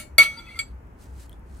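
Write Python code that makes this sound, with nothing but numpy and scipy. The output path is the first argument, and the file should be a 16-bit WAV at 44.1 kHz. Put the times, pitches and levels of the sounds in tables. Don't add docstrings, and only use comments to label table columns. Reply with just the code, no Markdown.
import sys
import numpy as np
from scipy import signal
from scipy.fft import rfft, irfft, next_fast_len
from scipy.io import wavfile
from scipy.ndimage import map_coordinates

SR = 44100
rng = np.random.default_rng(int(sys.argv[2]) if len(sys.argv) > 2 else 0)


def inscribe(sig):
    pcm = np.round(np.clip(np.atleast_2d(sig).T, -1, 1) * 32767)
    wavfile.write(sys.argv[1], SR, pcm.astype(np.int16))


N = 70560

# (frequency [Hz], level [dB per Hz])
HUSH_COLOUR = [(15, -33.5), (25, -10), (80, -2.5), (126, -13), (307, -18), (788, -27.5), (855, -22.5),
               (1150, -29.5), (1280, -28), (2510, -39.5), (3670, -54.5), (8010, -53), (8920, -57),
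               (12000, -53), (15700, -61.5)]
# (frequency [Hz], likeness [1 = same])
HUSH_LIKENESS = [(60, 0.93), (180, 1), (550, 0.28), (1650, 0.048), (4970, 0.17), (15000, 0.58)]
# (time [s], level [dB])
HUM_LEVELS = [(0.0, -56), (0.19, -39), (0.368, -58), (0.386, -55), (0.672, -51.5), (0.712, -37),
              (1.038, -57), (1.068, -43), (1.6, -40.5)]
# (frequency [Hz], t60 [s], left-right [dB], left leads [rad],
# clink level [dB], tap level [dB], earlier touch level [dB], sliding level [dB])
RING_MODES = [(353, .08, 1, -1.5, -23, -56, -42.5, -30.5), (608, .25, -0.5, 1.8, -30, -24, -8, -26),
              (622, .075, 1, 1.4, -10, -28, -26, -26), (890, .07, -0.5, 0, -33, -26, -29.5, -15),
              (1345, .11, 2.5, .3, -13.5, -14.5, -9, 4.5), (1352, .08, 0, 0.5, -21.5, -26, -22.5, -18),
              (2090, .04, 0, .8, -30, -30, -30, -1.5), (2175, .08, -1, .8, -19.5, -22, -33, -7.5),
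              (2236, .2, -1.5, .8, -29.5, -26, -3.5, -8), (2322, .08, -4.5, 11, -17.5, -27, -32, -15),
              (2300, .1, -5, .8, -32, -18, -14, -6), (4890, 0.17, -2.5, 2, -32.5, -37, -17, -26),
              (2772, .12, -3, 0, -33.5, -43, -23.5, -17), (2935, .2, 0.5, -0.5, -32.5, -38, -23.5, -22),
              (3318, .14, 3, 1, -20, -9.5, -20.5, -1.5), (3475, .1, -3, 1, -15, -15.5, -22.5, -7.5),
              (3550, .15, 0, -2.5, -34.5, -34, -15, -22.5), (4536.5, .12, 4.5, 1.7, -6.5, -9, -24, -8),
              (4496, .07, 4.5, 1.7, -12.5, -24, -30, -20), (4610, .14, 5.5, 2, -21, -5.5, -17, -3),
              (5712, .12, 1, 0, -30, -40, -30, -24), (6013, .3, 2, 0.5, -24, -28, -28.5, -12),
              (6197, .2, -3.5, 0.5, -30, -30, -40, -20), (6285, .13, 1, 0, -40, -40, -12, -30),
              (7079, .14, 1, 0, -24, -54, -38.5, -26), (7180, .16, 2, 0, -53, -53, -10, -36.5),
              (7650, 0.17, 4, 1.5, -22.5, -6.5, -12.5, -12), (7850, .13, -9, 0, -22, -19.5, -27.5, -15),
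              (8790, .16, 9, -0.5, -33, -24, -9.5, -31), (9445, .16, 2, 1, -19, -31, -6.5, -13),
              (9850, 0.12, 6, 1, -19.5, -21, -7, -28.5), (10932, 0.061, 0.5, -1.5, -13.5, -17.5, -8, -29.5),
              (11420, .09, -0.5, 1.5, -9.5, -20.5, -20, -14.5), (12090, .13, 0, 0, -29, -34, -24, -24),
              (12350, .15, -0.5, -1.5, -31.5, -34, -14, -22), (13570, .14, -5, 0, -26.5, -28, -26, -20.5),
              (14300, .1, -3, -1.5, -32, -37, -9, -40.5)]
# (time [s], level [dB], build-up [cycles], share of free ring time [ratio],
# clatter level over the blow's [dB], clatter t60 [s])
SPOON_BLOWS = [(.1814, -3.5, 3.5, 0.79, -13, .025), (.5902, -18.5, 3.7, 0.48, -18, 0.099),
               (-0.0038, -34.5, 2.8, 1.1, -5.5, 0.17)]
# (frequency [Hz], level [dB per Hz])
CLATTER_COLOUR = [(250, -38), (600, -30), (1300, -17.5), (2200, -5), (3400, -10), (4650, -5), (5400, -31.5),
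                  (6100, -11), (6800, -27), (7700, -13), (9760, -13.5), (12200, -25.5), (13000, -32.5),
                  (14000, -23), (15500, -52.5)]
# (frequency [Hz], t60 [s])
ROOM_FADES = [(300, 0.4), (3000, 0.16), (12000, .2)]
# (time [s], drive of the modes [dB], finer wash [dB])
SLIDE_LEVELS = [(.181, -76.5, -58), (.183, -19.5, -30), (.2, -23, -29), (0.231, -25, -29),
                (0.259, -40, -38.5), (0.298, -44.5, -58.5), (.36, -51, -56.5), (.39, -47.5, -55),
                (.42, -58.5, -63.5), (0.468, -50.5, -66.5), (.52, -55, -55.5), (.55, -50.5, -62.5),
                (.585, -47, -68), (.65, -68, -72), (.72, -82, -69.5)]
# (time [s], half length [s], frequency [Hz], glide [Hz per s],
# peak level [dB], left-right [dB])
RUBBED_TONES = [(0.335, 0.0033, 883, -1, -46.5, -3), (.385, 0.026, 1395, -300, -46.5, 1),
                (.387, 0.011, 4660, 0, -42, 5), (.388, 0.017, 922, 600, -52.5, -1),
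                (0.391, 0.014, 2086, -0.5, -53, -1), (0.395, 0.0077, 3405, 0, -43.5, 3),
                (0.406, 0.0088, 2186, 0, -47.5, 0), (0.423, .012, 2292, 0, -47, -2),
                (0.456, 0.012, 1950, -8, -58.5, 1), (0.472, 0.028, 3420, 300, -54.5, 5),
                (0.477, 0.0068, 2570, 0, -48.5, 4.5), (0.499, 0.012, 2060, 0, -44.5, 3),
                (0.515, 0.041, 2251, 804, -48, -1), (.549, .003, 2150, 0, -37, -2),
                (.56, .008, 2110, -500, -41, -1), (0.538, 0.015, 2730, -5, -56, 0)]
# (time [s], peak level [dB])
CLINK_NOTE = [(.1816, -32), (.184, -7), (.2, -4), (.222, -7.5), (.232, -20.5), (.243, -36), (.251, -20),
              (.27, -22.5), (.3, -29.5), (.36, -44.5), (.44, -75)]
# (time [s], peak level [dB])
TAP_NOTE_LEVELS = [(.5895, -45), (.594, -22), (.598, -19.5), (.602, -23), (.607, -30), (.614, -28.5),
                   (.619, -32), (.623, -42), (.63, -38), (.645, -54), (.69, -66)]
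# (time [s], low ring [Hz], low level [dB],
# high ring [Hz], high level [dB], click level [dB])
RICE_TICKS = [(0.871, 3300, -71, 8300, -60, -66), (1.039, 1880, -62, 7000, -66, -54),
              (1.2946, 3210, -49, 11600, -42, -54), (1.2950, 4130, -59, 9000, -48, -66),
              (1.318, 3250, -48, 9250, -56, -76.5), (1.329, 3420, -45, 9100, -43, -56),
              (1.3944, 3320, -79, 10900, -56, -61.5), (1.5236, 3300, -75, 8450, -54.5, -68),
              (1.548, 3260, -77.5, 6400, -54, -70), (1.571, 3300, -78.5, 9000, -51, -61),
              (1.5765, 3300, -79.5, 8800, -47.5, -62), (1.59, 3300, -78, 10390, -53, -61.5)]
# (time [s], half length [s], level [dB])
RUSTLES = [(1.032, 0.027, -58), (1.115, 0.043, -68.5), (1.219, .032, -54.5), (1.33, .025, -70),
           (1.48, .03, -78.5), (1.565, 0.048, -63.5)]
# (frequency [Hz], level [dB per Hz])
CLOTH_COLOUR = [(1470, -7), (2500, -10.5), (3420, -10), (3630, -10.5), (4270, -7.5), (5530, -9.5),
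                (8480, -7.5), (15500, -20.5)]

EAR = np.array([[.5], [-.5]])
AIR_DB, AIR_LAG_S = -46.5, 0.00031
HUM_HZ, HUM_WAVER_DB = 61, 2.5
THUMP_HZ, THUMP_DB, THUMP_T60_S = 180, -38, 0.049
FINE_COUNT, FINE_WIDTH_HZ, FINE_FILL = 160, 33.1, 0.13
ROOM_DB = -11
SLIPS_PER_S, SLIP_SCATTER_DB = 1500, 3
NOTE_HZ, NOTE_PAN_DB = 2230.5, .1
TAP_HZ, TAP_PAN_DB = 2252, -3
NOTE_LEAD_RAD = .92
TICK_LOW_T60_S, TICK_HIGH_T60_S, CLICK_T60_S = .016, .007, .004
TOP_HZ = 15875


def amp(db):
    return 10 ** (np.asarray(db) / 20)


def unit(x):
    return x / np.sqrt(np.mean(x ** 2) + 1e-20)


def clock(start=0):
    return np.maximum(np.arange(N) / SR - start, 0)


def along(points, hz):
    f, v = np.transpose(points)
    return np.interp(np.log(hz + 1), np.log(f + 1), v)


def wobble(rate):
    points = rng.standard_normal(int(N * rate / SR) + 4)
    return map_coordinates(points, [np.arange(N) * rate / SR])


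def filtered(x, response):
    m = next_fast_len(N + SR // 2)
    spectrum = rfft(x, m) * response(np.fft.rfftfreq(m, 1 / SR))
    return irfft(spectrum, m)[..., :N]


def rush(colour, likeness):
    def response(hz):
        turn = np.arccos(np.clip(along(likeness, hz), -1, 1)) / 2
        return amp(along(colour, hz)) * [np.cos(turn), np.sin(turn)]

    mid, side = filtered(rng.standard_normal((2, N)), response)
    return unit(np.array([mid + side, mid - side]))


def hush():
    def lean(hz):
        return amp(1.1 * EAR) * np.exp(-2j * np.pi * hz * EAR * AIR_LAG_S)

    phase = 2 * np.pi * np.cumsum(HUM_HZ + 4 * wobble(18)) / SR
    level_db = np.interp(clock(), *np.transpose(HUM_LEVELS))
    hum = amp(level_db + HUM_WAVER_DB * wobble(14)) * np.sin(phase)
    air = amp(AIR_DB) * rush(HUSH_COLOUR, HUSH_LIKENESS)
    return filtered(air + hum, lean)


def ring(t, order, share=1, cycles=0):
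    out = 0
    for row in RING_MODES:
        hz, t60, pan_db, lead_rad = row[:4]
        fade_db = 60 * t / np.maximum(share * t60, .01)
        level = amp(row[order] + EAR * pan_db - fade_db)
        build = 1 - np.exp(-t * hz / (abs(cycles) + 1e-3))
        out = out + level * np.sin(2 * np.pi * hz * t + EAR * lead_rad) * build
    return out


def shimmer(strength):
    centres = rng.uniform(1000, 15000, FINE_COUNT)

    def crowd(f):
        width = 1j * f * FINE_WIDTH_HZ
        return FINE_FILL + sum(width / (c * c - f * f + width) for c in centres)

    noise = strength * rush(CLATTER_COLOUR, [(1000, 0.42)])
    return filtered(noise, crowd) * 1.054


def blows():
    rings, clatter = np.zeros((2, N)), np.zeros(N)
    for k, (start, db, cycles, share, clatter_db, t60) in enumerate(SPOON_BLOWS):
        t = clock(start)
        rings[:, :SR] += amp(db) * ring(t[:SR], order=4 + k, share=share, cycles=cycles)
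        clatter += amp(db + clatter_db - 60 * t / t60) * (t > 0)
    t = clock(SPOON_BLOWS[0][0])
    thump = amp(THUMP_DB - 60 * t / THUMP_T60_S) * np.sin(2 * np.pi * THUMP_HZ * t)
    return rings + shimmer(clatter) + thump


def room(x):
    hz, t, z = signal.stft(rng.standard_normal((2, SR // 2)), SR, nperseg=256)
    fade = amp(-60 * t / along(ROOM_FADES, hz)[:, None])
    tail = signal.istft(z * fade, SR, nperseg=256)[1]
    late = np.pad(x, ((0, 0), (300, 0)))
    return signal.fftconvolve(late, tail / np.linalg.norm(tail[0]), axes=1)[:, :N]


def rubs():
    out = np.zeros((2, N))
    for at, half, hz, glide, db, pan_db in RUBBED_TONES:
        t = np.arange(N) / SR - at
        swell = np.exp(-.5 * (t / half) ** 2)
        tone = np.sin(2 * np.pi * (hz + glide * t / 2) * t + EAR * NOTE_LEAD_RAD)
        out += amp(db + EAR * pan_db + 3.5 * wobble(110)) * swell * tone
    return out


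def slide():
    times, *levels = np.transpose(SLIDE_LEVELS)
    t = clock()
    drive, wash = (amp(np.interp(t, times, db, left=-120, right=-120)) for db in levels)
    chance, direction, size = rng.random((3, N))
    slips = (chance < SLIPS_PER_S / SR) * np.sign(direction - .5)
    slips = slips * amp(-SLIP_SCATTER_DB * np.log(size + 1e-9))
    body = ring(t[:SR // 3], order=7)
    body = body / np.linalg.norm(body[0])
    rung = signal.fftconvolve((unit(slips) * drive)[None], body, axes=1)[:, :N]
    return rung + rubs() + shimmer(amp(1.6 * wobble(150)) * wash)


def note(levels, hz, pan_db):
    t = clock()
    level_db = np.interp(t, *np.transpose(levels), left=-120, right=-120)
    return amp(level_db + EAR * pan_db) * np.sin(2 * np.pi * hz * t + EAR * NOTE_LEAD_RAD)


def ticks():
    out = np.zeros(N)
    hiss = np.diff(rng.standard_normal(N + 1))
    grain = amp(2.5 * wobble(900))
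    for start, low_hz, low_db, high_hz, high_db, click_db in RICE_TICKS:
        t = clock(start)
        low = amp(low_db - 60 * t / TICK_LOW_T60_S) * np.sin(2 * np.pi * low_hz * t)
        high = amp(high_db - 60 * t / TICK_HIGH_T60_S) * np.sin(2 * np.pi * high_hz * t)
        build = 1 - np.exp(-t / 0.00036)
        click = amp(click_db - 60 * t / CLICK_T60_S) * hiss * (t > 0)
        out += (low + high) * grain * build + click
    return out * amp(1.9 * EAR)


def sleeve():
    t = clock()
    swell = sum(amp(db) * np.exp(-.5 * ((t - at) / half) ** 2) for at, half, db in RUSTLES)
    hiss = rush([(900, -49)] + list(CLOTH_COLOUR), [(1000, 0.56)])
    return swell * amp(1.5 * wobble(170)) * hiss


def scene():
    table = blows() + slide() + ticks()
    notes = note(CLINK_NOTE, NOTE_HZ, NOTE_PAN_DB) + note(TAP_NOTE_LEVELS, TAP_HZ, TAP_PAN_DB)
    return table + notes + amp(ROOM_DB) * room(table) + sleeve() + hush()


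def record(dry):
    rounded = dry / (1 + np.abs(dry) ** 8) ** (1 / 8)
    return np.clip(filtered(rounded, lambda hz: hz < TOP_HZ), -1, 1)


dry = scene()
out = record(dry)
inscribe(out)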